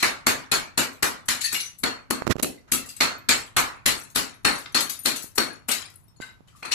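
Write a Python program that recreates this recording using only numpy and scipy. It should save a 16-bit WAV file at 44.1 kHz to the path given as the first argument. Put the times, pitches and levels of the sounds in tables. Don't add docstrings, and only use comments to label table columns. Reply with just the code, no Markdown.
import sys
import numpy as np
from scipy import signal
from scipy.fft import rfft, irfft, next_fast_len
from scipy.io import wavfile
from scipy.ndimage import map_coordinates

SR = 44100
rng = np.random.default_rng(int(sys.argv[2]) if len(sys.argv) > 2 else 0)


def dump_mix(stems):
    frames = np.atleast_2d(stems).T
    limited = np.clip(frames, -1, 1)
    pcm = np.round(limited * 32767).astype(np.int16)
    wavfile.write(sys.argv[1], SR, pcm)


def invert_db(level):
    return 10 ** (np.asarray(level, dtype=float) / 20)


N = 297222


def shape(x, points, lo_hz=0, hi_hz=np.inf, unit=True):
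    n = next_fast_len(x.shape[-1] + 4096)
    f = np.maximum(np.arange(n // 2 + 1) * SR / n, 1)
    hz, db = np.transpose(points)
    gain = invert_db(np.interp(np.log(f), np.log(hz), db))
    gain = gain / np.sqrt((1 + (lo_hz / f) ** 10) * (1 + (f / hi_hz) ** 10))
    if unit:
        gain = gain / np.sqrt(np.mean(gain ** 2))
    return irfft(rfft(x, n) * gain, n)[..., :x.shape[-1]]


def add(out, s, sound, pan_db):
    i = int(np.clip(s * SR, 0, N))
    out[:, i:i + sound.shape[-1]] += invert_db([[pan_db / 2], [-pan_db / 2]]) * sound[..., :N - i]


def ring(hz, db, t60):
    t = np.arange(int(t60 * SR)) / SR
    onset = 1 - np.exp(-t / 0.001)
    return invert_db(db) * np.sin(2 * np.pi * hz * t) * np.exp(-np.log(1000) * t / t60) * onset


def rings(modes):
    out = np.zeros((2, N))
    for s, hz, db, t60, pan_db in modes:
        add(out, s, ring(hz, db, t60), pan_db)
    return out


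# time in seconds, left minus right in dB.
AIM = [(0, 1), (2.1, 2), (2.43, -1.5), (2.72, 0), (3.0, 0), (3.3, 1), (4.6, 3.5), (5.7, 5), (6.74, 5)]


def aim(s):
    return np.interp(s, *np.transpose(AIM))


# frequency in Hz, level in dB per Hz.
AIR = [(18, -27.5), (30, -6.5), (106, 5), (526, -20.5), (1040, -17), (1910, -27), (7670, -36),
       (8980, -54.5), (9970, -33), (14800, -44.5), (16000, -62)]


def room_air():
    return invert_db(-60.0) * shape(rng.standard_normal((2, N)), AIR)


# time in seconds, level in dB, snap width in seconds,
# slow return swing in dB relative to the snap, click level in dB.
TAPS = [(2.222, -9.5, 0.00017, -22, -35), (2.251, -34, 0.0005, 1, -55), (2.269, -9.5, 0.00023, -7, -24.5),
        (2.2773, -10.5, 0.00032, -10, -21), (2.357, -16.5, 0.00052, -11, -46),
        (2.366, -23.5, 0.00022, 1, -37), (2.384, -35, 0.00024, -11, -41), (2.3957, -33, .0003, -9, -39),
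        (2.399, -15.5, 0.00031, -8, -24), (2.416, -36, 0.00043, -12, -42), (2.4461, -18, 0.00038, -11, -20),
        (5.243, -30, 0.0004, -6, -63), (6.202, -24.5, 0.00033, -5, -51), (6.407, -39.5, 0.00043, -6, -66)]
# start in seconds, length in seconds, rumble in dB, scrape in dB.
STROKES = [
    (2.272, 0.038, -30, -50),
    (2.299, 0.016, -20, -32),
    (2.308, 0.016, -29, -23.5),
    (2.383, 0.024, -37, -48),
    (2.459, 0.049, -43, -66),
]


def finger():
    t = np.arange(N) / SR
    near = np.arange(-400, 900) / SR
    click_s, slip_s = 0.0014, 0.0021
    press_db_s, lift_db_s = 3500, 3500
    taps = np.zeros((2, N))
    for s, db, snap, lobe_db, click_db in TAPS:
        u = near / snap
        push = invert_db(db) * (invert_db(lobe_db) * np.exp(-((u - 4) / 3) ** 2) - np.exp(-u ** 2))
        click = invert_db(click_db) * np.exp(-np.abs(near) / click_s)
        add(taps, s + near[0], np.array([push, click]), 0)
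    s, length, rumble_db, scrape_db = np.transpose(STROKES)[..., None]
    before, after = np.minimum(t - s, 0), np.maximum(t - s - length, 0)
    press = invert_db(press_db_s * before - lift_db_s * after)
    rumble = shape(rng.standard_normal(N), [(40, -6), (150, 4.0), (400, -0.5), (900, -14.0), (2000, -42.0)])
    scrape = shape(rng.standard_normal(N), [(300, -41), (1200, 5.5), (3000, -3.5), (8000, -8.5),
                                            (9000, -51.5), (10000, -10.0), (15000, -25.0)])
    rumbling = sum(invert_db(rumble_db) * press) * rumble
    scraping = np.roll(sum(invert_db(scrape_db) * press), int(slip_s * SR)) * scrape
    return taps[0] + taps[1] * scrape + rumbling + scraping


# frequency in Hz, t60 in seconds.
TILES = [(100, 0.12), (260, 0.35), (700, 0.44), (1840, 0.26), (4850, 0.27), (12800, 0.24)]


def bathroom(x, wet_db, build_s=0.00053):
    t = np.arange(int(.7 * SR)) / SR
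    hz, t60 = np.transpose(TILES)
    edges = np.r_[0, np.sqrt(hz[1:] * hz[:-1]), np.inf]
    echo = 0
    for lo, hi, decay in zip(edges, edges[1:], t60):
        band = shape(rng.standard_normal((2, len(t))), [(1, 0), (SR, 0)], lo, hi, unit=False)
        echo = echo + band * np.exp(-np.log(1000) * t / decay)
    echo = echo * (1 - np.exp(-t / build_s))
    echo = echo * invert_db(wet_db) / np.sqrt(np.sum(echo ** 2, axis=1, keepdims=True))
    echo[:, 0] = invert_db([0.0, -12.0])
    return signal.fftconvolve(x, echo, axes=1)[:, :N]


# start in seconds, crack in dB, then body and splinters
# in dB relative to the crack.
FALLS = [(0.0024, -15.5, -10.5, -11.5), (0.928, -52.5, -7, 17), (1.256, -55, -13, 22),
         (1.412, -12, -33, -3), (1.452, -13, -34, -7), (1.526, -16, -3.5, 5), (1.543, -9, -16, -14),
         (1.599, -15.5, -33.5, -11), (1.649, -29, -27, -1), (1.785, -49.5, -17, 22),
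         (2.859, -40.5, -3, 14.5), (2.891, -27.5, -21, 4.5), (2.965, -33.5, -8, 4), (4.1, -44.5, -13, 8),
         (4.583, -41, -7, 14), (4.804, -14.5, -3, 4.5), (4.895, -18, -40, 3), (5.0486, -29, -13, 10),
         (5.16, -18, -21, 0), (5.222, -40.5, -14, 21), (5.355, -44, 9, 25), (5.713, -9, -23, -0.5),
         (6.649, -23.5, 6, -11)]
# (seconds, dB, dB, dB).
TICKS = [(4.151, -23.5, -5, 7), (4.434, -57, -12, 12), (4.659, -32, 2.5, -20.5), (5.682, -37.5, -9, 10),
         (6.713, -18, -5, -12), (4.723, -42.5, -5, 4.5), (6.628, -30, 14, -5), (5.9, -42, -8, 7),
         (5.94, -53, -8, 12), (6.0, -59, -8, 10), (6.484, -51, 4, -10), (6.218, -28.5, 3, -6)]
# (seconds, dB, dB, dB).
SLIDES = [
    (2.675, -50, 10, -9),
    (6.207, -37, 1, -6.5),
    (6.472, -49, -3, -9),
    (6.555, -49, -9, 0),
    (6.59, -55, -11, 4),
]
RUBBLE_PAN_DB = 1


def loose():
    kinds = (FALLS, .012), (TICKS, .004), (SLIDES, .035)
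    return [(*row, length) for rows, length in kinds for row in rows]


def chips(s, db, pan_db, spread, count):
    late, pitch, size, side = rng.random((count, 4)).T
    hz = 1800 * 6.5 ** pitch
    t60 = .006 + .03 * size ** 2
    return list(zip(s + spread * late, hz, db - 16 * late - 10 * size, t60, pan_db + 8 * (side - .5)))


# start in seconds, frequency in Hz, level in dB, t60 in seconds.
CLINKS = [(0, 7870, -40, .08), (0, 4200, -36.5, .058), (.842, 11800, -40, .06), (1.409, 6900, -28, .03),
          (1.524, 8200, -33, .05), (1.531, 250, -44, .1), (1.531, 340, -46, .08), (1.531, 170, -48, .1),
          (1.49, 5200, -42, .06), (1.535, 11750, -34, .04), (1.787, 11300, -48, .04),
          (1.79, 10200, -48, .04), (1.598, 3960, -36, .03), (1.607, 11170, -33, .07),
          (1.606, 6080, -33, .04), (1.63, 6010, -40, .05), (1.66, 6040, -42, .05), (2.578, 2050, -52, .04),
          (2.777, 2800, -44, .05), (2.964, 6300, -53.5, .08), (2.965, 8030, -35, .033),
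          (2.965, 12580, -50, .05), (3.18, 12100, -53, .1), (3.29, 7634, -24.5, .13),
          (3.309, 7370, -21, .035), (3.995, 9700, -43, .04), (4.012, 7660, -41, .029),
          (4.04, 6350, -50, .03), (4.1, 6520, -54, .06), (4.561, 6330, -41, .044), (4.724, 6100, -52, .04),
          (4.724, 10600, -52, .03), (4.84, 9700, -41, .06), (4.97, 5150, -48, .04), (4.955, 3700, -46, .05),
          (4.975, 8800, -47, .04), (4.66, 2100, -41, .05), (4.659, 3650, -38, .015), (4.66, 1250, -42, .02),
          (4.931, 6960, -41, .04), (4.935, 10910, -36.5, .048), (5.75, 6710, -32, .03),
          (6.165, 10900, -66, .06), (6.166, 6790, -64, .08), (6.72, 5620, -24, .04),
          (6.528, 1300, -56, .04), (6.55, 1190, -55, .04), (6.629, 2480, -31, .02),
          (6.627, 2150, -33, .015), (6.632, 2750, -35, .015), (6.474, 7000, -61, .012),
          (6.484, 3050, -50, .02), (6.29, 3900, -54, .05), (6.325, 11400, -61, .02)]
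# start in seconds, frequency in
# Hz, level in dB, t60 in seconds.
MORE_CLINKS = [
    (1.63, 6010, -40, .05),
    (1.66, 6040, -42, .05),
    (4.659, 3650, -38, .015),
    (4.66, 1250, -42, .02),
    (6.55, 1190, -55, .04),
    (6.655, 2500, -36, .03),
    (6.676, 2450, -40, .03),
]
# start in seconds, frequency in Hz, level in dB, t60 in seconds.
STREAKS = [(0.58, 13500, -58, 0.053), (1.433, 10700, -34, 0.044), (1.442, 7440, -35, 0.044),
           (1.462, 10500, -41, 0.049), (1.532, 11710, -37, 0.049), (1.547, 2170, -30, 0.043),
           (1.554, 2860, -43, 0.067), (1.567, 14340, -55, 0.046), (1.602, 14150, -59, 0.06),
           (1.669, 5550, -51, 0.046), (2.771, 2680, -35.5, 0.059), (2.783, 2070, -46, 0.044),
           (2.838, 1910, -49, 0.056), (2.853, 2710, -54.5, 0.046), (2.885, 3450, -55, 0.047),
           (2.893, 4860, -46.5, 0.074), (3.329, 7640, -29.5, 0.06), (3.349, 14380, -53, 0.09),
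           (3.372, 12960, -44, 0.047), (3.427, 7700, -48, 0.12), (3.753, 10250, -65, 0.064),
           (3.991, 12960, -47, 0.051), (3.999, 14130, -69, 0.056), (4.028, 10340, -48, 0.063),
           (4.028, 11330, -54, 0.046), (4.49, 13240, -57.5, 0.079), (4.51, 3900, -40.5, 0.044),
           (4.516, 7900, -42.5, 0.047), (4.516, 8720, -43, 0.055), (4.528, 11100, -42.5, 0.09),
           (4.548, 8530, -43.5, 0.055), (4.574, 6500, -49, 0.044), (4.89, 11800, -33, 0.049),
           (4.893, 8460, -42, 0.056), (4.896, 6110, -37, 0.049), (4.896, 7150, -44, 0.044),
           (5.018, 6520, -55.5, 0.051), (5.378, 5560, -29, 0.046), (5.497, 1660, -41.5, 0.05),
           (5.523, 11200, -52, 0.075), (5.813, 4010, -46, 0.046), (5.848, 8980, -53, 0.058),
           (6.086, 5350, -69, 0.082), (6.202, 6800, -60, 0.082), (6.205, 4600, -50, 0.053),
           (6.217, 10190, -58, 0.049), (6.272, 3060, -61, 0.058), (6.623, 5150, -55, 0.061),
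           (6.649, 9950, -45, 0.046), (6.704, 1910, -40, 0.044)]
# frequency in Hz, level in dB, t60 in seconds.
SLAB = [(1826, -26, 0.052), (2340, -51, 0.032), (4440, -19.5, 0.033), (6370, -27, 0.054), (7700, -35, .04),
        (10000, -31, 0.044), (10330, -33, 0.044), (12000, -39, .05)]
RIM = [(2210, -26, .03), (2830, -28, 0.055), (5170, -34, 0.023), (11500, -36, 0.05)]
SLIVER = [(2740, -49, .06), (4880, -47, 0.035), (5480, -58.5, .033), (7680, -45, 0.06), (7850, -46, .05),
          (10260, -58.5, .067)]
BOWL = [(1534, -37.5, 0.12), (2076, -39, 0.052), (2750, -46.5, 0.048), (2930, -52, 0.08),
        (3830, -43, 0.055), (7460, -49, 0.05)]
# frequency in Hz, level in dB, t60 in seconds.
FLAKE = [(7800, -55, .03), (10080, -46, .02), (10330, -43, 0.028), (11900, -49, .025)]
BEAD = [(3740, -70, 0.062), (5350, -67, 0.1), (8480, -66, .07), (13400, -58, .03)]
SPLINT = [(9480, -40, 0.076), (11900, -36, .07)]
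CRUMB = [(2460, -42.5, 0.037), (4770, -32, .03), (8630, -43.5, 0.054), (11700, -31.5, 0.041)]
CHIP = [(1500, -43, .014), (2600, -42, .01), (3300, -41, .012), (3870, -43, .012), (4600, -42, .012),
        (5200, -44, .01)]
# the modes of the shard, time in seconds, level in dB.
HOPS = [(SLAB, 1.438, -9), (SLAB, 1.443, -4), (SLAB, 1.447, -2), (SLAB, 1.46, -4), (SLAB, 1.49, -15),
        (SLAB, 1.516, -16), (RIM, 1.551, 2), (RIM, 1.563, 0), (RIM, 1.642, -15), (SLIVER, 2.862, -8),
        (SLIVER, 2.888, 0), (SLIVER, 2.9, -6), (SLIVER, 2.966, -7), (CHIP, 4.659, 5), (CHIP, 4.6615, 2),
        (CHIP, 2.893, -8), (CHIP, 6.224, -6), (CRUMB, 4.899, 0), (SPLINT, 4.99, -1), (SPLINT, 5.034, -4),
        (FLAKE, 5.957, 0), (FLAKE, 6.04, -16), (BEAD, 6.081, 0), (BOWL, 6.204, -12), (BOWL, 6.222, 0),
        (BOWL, 6.29, -12)]


def shards():
    modes = []
    for (s, db, *_), (_, _, grit_db) in zip(BLOWS, AFTER):
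        modes += chips(s + 0.016, db + grit_db - 4.5, aim(s), 0.18, count=50)
    for s, db, _, _, length in loose():
        modes += chips(s, db - 17.0, aim(s) + RUBBLE_PAN_DB, 5 * length, count=14)
    bounces = [(s, hz, db + drop_db, t60) for shard, s, drop_db in HOPS for hz, db, t60 in shard]
    modes += [(s, hz, db + 6.0, 0.98 * t60, 0) for s, hz, db, t60 in CLINKS + MORE_CLINKS + bounces]
    modes += [(s + .006, hz, db + 6.5, t60, aim(s)) for s, hz, db, t60 in STREAKS]
    return rings(modes)


# head ring in dB,
# upper ring in dB relative to it, grit in dB relative to the crack.
AFTER = [(-19, -33.5, -26), (-20.5, -8.5, -4), (-17, -9, -31), (-35, -14.5, -28.5), (-33, -2, -8),
         (-32, -21, -1), (-15.5, -20, -34), (-24, 5, -38), (-36.5, 18, -13.5), (-53, 2, -13),
         (-11, -25.5, -23.5), (-23.5, 14.5, -8.5), (-31, 0, -18), (-26.5, 12, 0.5), (-23, -8.5, -3),
         (-12.5, 3.5, -1), (-8.5, -16, -17.5), (-15.5, -22.5, -15.5), (-13, 0.5, -6.5), (-35, 4, 12.5),
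         (-16, -2, -12)]
# frequency in Hz, level in dB, t60 in seconds.
HEAD = [(4290, 6, 0.045), (4325, -3, 0.2), (4370, -3.5, 0.24), (8160, 1, 0.035), (8190, -20, 0.12)]
# time in seconds, level in dB.
RESTS = [
    (6.162, -54),
    (6.632, -38),
    (6.656, -35),
    (6.685, -39),
]
# frequency in Hz, level in dB relative to the crack,
# time it takes to give way in seconds.
PIECES = [(2210, -2, 0.0026), (2150, -6, 0.00039), (2100, -29, 0.001), (1600, -4, 0.00052),
          (1575, -5, 0.00068), (1755, -6, 0.00099), (1600, -8, 0.0026), (1100, -9.5, 0.0019),
          (2640, -10.5, 0.00092), (1310, -9, 0.00067), (2036, -21, 0.0011), (2420, -4.5, 0.0007),
          (1150, -7.5, 0.002), (1920, -5, 0.00038), (1480, -13, 0.0022), (2020, -18.5, 0.00055),
          (1280, -10.5, 0.0031), (4540, -22.5, 0.0013), (1370, -6.5, 0.00052), (2910, 1, 0.0024),
          (2860, -8, 0.0021)]
# slab ring and boom, both in dB relative to the crack.
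FLOORS = [(-25.5, -20), (-13.5, -12.5), (-23.5, -16), (-15, -20.5), (-26, -14), (-18.5, -18),
          (-18.5, -16.5), (-11, -15.5), (-17.5, -20), (-10.5, -12.5), (-19.5, -20.5), (-38, -18.5),
          (-24, -11), (-23, -16), (-20.5, -15.5), (-23.5, -13.5), (-28, -21.5), (-23, -25), (-15, -21),
          (-14.5, -16.5), (-41, -29)]
# frequency in Hz, level in dB, t60 in seconds.
SLAB_RING = [(244, -5.5, 0.12), (265.5, 0, 0.23), (352, -7.5, 0.049)]


def hammer():
    piece_spread, piece_t60_s = .12, 0.017
    modes = []
    strikes = [(s, db, upper_db) for (s, *_), (db, upper_db, _) in zip(BLOWS, AFTER)]
    strikes += [(s, db, -3.0) for s, db in RESTS]
    for s, db, upper_db in strikes:
        detune = 1 + .002 * rng.standard_normal(len(HEAD))
        for (hz, mode_db, t60), extra_db, k in zip(HEAD, (0, 0, 0, upper_db, upper_db), detune):
            modes.append((s, hz * k, db + mode_db + extra_db - 10.5, t60, aim(s)))
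    for (s, crack_db, *_), (piece_hz, piece_db, _), (slab_db, _) in zip(BLOWS, PIECES, FLOORS):
        for late, off, long in rng.random((10, 3)):
            hz = piece_hz * (1 + piece_spread * (2 * off - 1))
            modes.append((s + 0.032 * late ** 2, hz, crack_db + piece_db, piece_t60_s * (.5 + long), aim(s)))
        modes += chips(s, crack_db - 8, aim(s), .008, count=24)
        modes += [(s, hz, crack_db + slab_db + mode_db, t60, 0) for hz, mode_db, t60 in SLAB_RING]
    return rings(modes)


def glaze():
    snap_db, snap_s = -0.5, 0.0012
    out, t = np.zeros((2, N)), np.arange(600) / SR
    for s, db, *_, top in BLOWS:
        add(out, s, invert_db(db + top + snap_db) * np.exp(-t / snap_s), aim(s))
    return shape(out * rng.standard_normal((2, N)), COLOUR, EDGES_HZ[-1])


def fracture(length, rise, spiky_db=3.0, touch_db=-15.0):
    t = np.arange(SR // 6) / SR - .003
    snaps = np.repeat(rng.standard_normal((2, len(t) // 24 + 1)), 24, axis=1)[:, :len(t)]
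    snaps = invert_db(spiky_db * snaps)
    run = (1 - np.exp(-np.maximum(t, 0) / rise)) * np.exp(-t / np.clip(length, 1e-3, .08))
    touch = invert_db(touch_db) * min(0.0029 / rise, 1)
    even = np.where(t < 0, touch, run) ** 2
    uneven = snaps ** 2 * even
    return 1.79 * uneven * even.sum() / np.sum(uneven, axis=1, keepdims=True)


def rubble():
    patch_db, patch_s, full_hz = 3.2, .04, 2500
    f, t, z = signal.stft(rng.standard_normal((2, N)), SR, nperseg=1024)
    cells = rng.standard_normal((150, int(N / SR / patch_s) + 3))
    patches = map_coordinates(cells, np.meshgrid(np.sqrt(f), t / patch_s, indexing="ij"), order=1)
    depth = patch_db * 1.5 * np.clip(f / full_hz, .45, 1)[:, None]
    gain = invert_db(depth * patches)
    return signal.istft(z * gain / np.sqrt(np.mean(gain ** 2)), SR, nperseg=1024)[1][:, :N]


# start in seconds, crack in dB, then thud, body and splinters in dB relative to the crack.
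BLOWS = [(0.0288, -13.5, -12, -0.5, -7.5), (0.2679, -17.5, -7, 1, 0.5), (0.5179, -15.5, -12.5, -3, -4.5),
         (0.7778, -17.5, -8.5, -4.5, -4), (1.0283, -19, -6, 1, 1), (1.286, -17.5, -20.5, -6, -2.5),
         (1.8366, -17, -3, 3, -8), (2.107, -19.5, 2, 1, 1.5), (2.4292, -20.5, 4.5, -13, 6.5),
         (2.72, -21, -10, -13.5, 6.5), (3.0075, -13.5, -12, -3, -11.5), (3.291, -12.5, -15, -7.5, -8),
         (3.568, -14, -13.5, 1, -2.5), (3.861, -16, -12, -6.5, -1.5), (4.159, -16.5, -10, -4, -1),
         (4.45, -16, -6, 2, -9), (4.7487, -12.5, -12, -5, -9), (5.0579, -16, -10, -8, -3),
         (5.381, -18, -1, 1.5, -3), (5.6885, -25.5, -6, 5.5, 5.5), (6.719, -15.5, -26, -15, -19)]
# frequency in Hz, level in dB per Hz.
COLOUR = [(15, -30.5), (25, -17.5), (120, -15), (206, -9.5), (256, -3), (489, -9.5), (1330, 2),
          (3340, -10.5), (4250, -4.5), (4740, -10.5), (7920, -14), (9070, -23), (10400, -15), (14800, -28),
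          (16000, -33)]
EDGES_HZ = (130, 520, 2450, 8700)
FADES_S = (0.38, 0.37, 0.4, 0.28, 0.21)


def breaking():
    wet_db, build_s = (0.0, 6.0, 5.0, 3.0, 1.5), 0.0076
    cracks = []
    for (s, db, thud, body, top), (*_, give), (_, boom) in zip(BLOWS, PIECES, FLOORS):
        levels = db + np.array([boom, thud, body, 0, top]) - 2.0
        reach_db = min(-5 - 0.76 * thud, 1.5)
        cracks.append((s, levels, .004, give, invert_db(2 * reach_db), aim(s)))
    for s, db, body, top, length in loose():
        levels = db + np.array([body - 30, body - 11, body, 0, top]) - 17.5
        cracks.append((s, levels, length, 0.17 * length, .4, aim(s) + RUBBLE_PAN_DB))
    power, sent = np.zeros((2, 5, 2, N))
    for s, levels, length, rise, reach, pan in cracks:
        crack = fracture(length, rise)
        for near, far, gain in zip(power, sent, invert_db(2 * levels)):
            add(near, s - .003, gain * crack, 2 * pan)
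            add(far, s - .003, reach * gain * crack, 2 * pan)
    noise = rubble()
    edges = (0, *EDGES_HZ, np.inf)
    build = np.exp(-1 / (build_s * SR))
    out = 0
    for near, far, lo, hi, t60, db in zip(power, sent, edges, edges[1:], FADES_S, wet_db):
        fade = np.exp(-2 * np.log(1000) / (t60 * SR))
        echo = signal.lfilter([1 - fade], [1, -fade], far)
        echo = signal.lfilter([1 - build], [1, -build], echo)
        out = out + shape(noise * np.sqrt(near + invert_db(2 * db) * echo), COLOUR, lo, hi)
    return out


# frequency in Hz, left minus right in dB.
PORTS = [(60, 16.5), (200, 4.5), (700, -1.5), (2400, -3), (4400, 3.5), (7500, 2.5), (8300, 20),
         (8900, 16.5), (9500, 17), (11000, 2), (13300, 11), (13900, 27.5)]


def scene():
    left, right = breaking() + bathroom(hammer(), wet_db=-0.5) + bathroom(shards(), wet_db=-4.0) + glaze()
    left = shape(left, [(hz, min(db, 6) / 2) for hz, db in PORTS], unit=False)
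    right = shape(right, [(hz, min(db, 6) / 2 - db) for hz, db in PORTS], unit=False)
    return np.array([left, right + finger()]) + room_air()


def top_cut(x):
    return signal.sosfilt(signal.butter(12, 16480, fs=SR, output="sos"), x)


def record(dry):
    rounded = np.tanh(1.326 * dry) / 1.023
    mix = shape(rounded, [(15050, 0.5), (15400, -26), (16400, -38)], unit=False)
    return top_cut(mix)


dry = scene()
out = record(dry)
dump_mix(out)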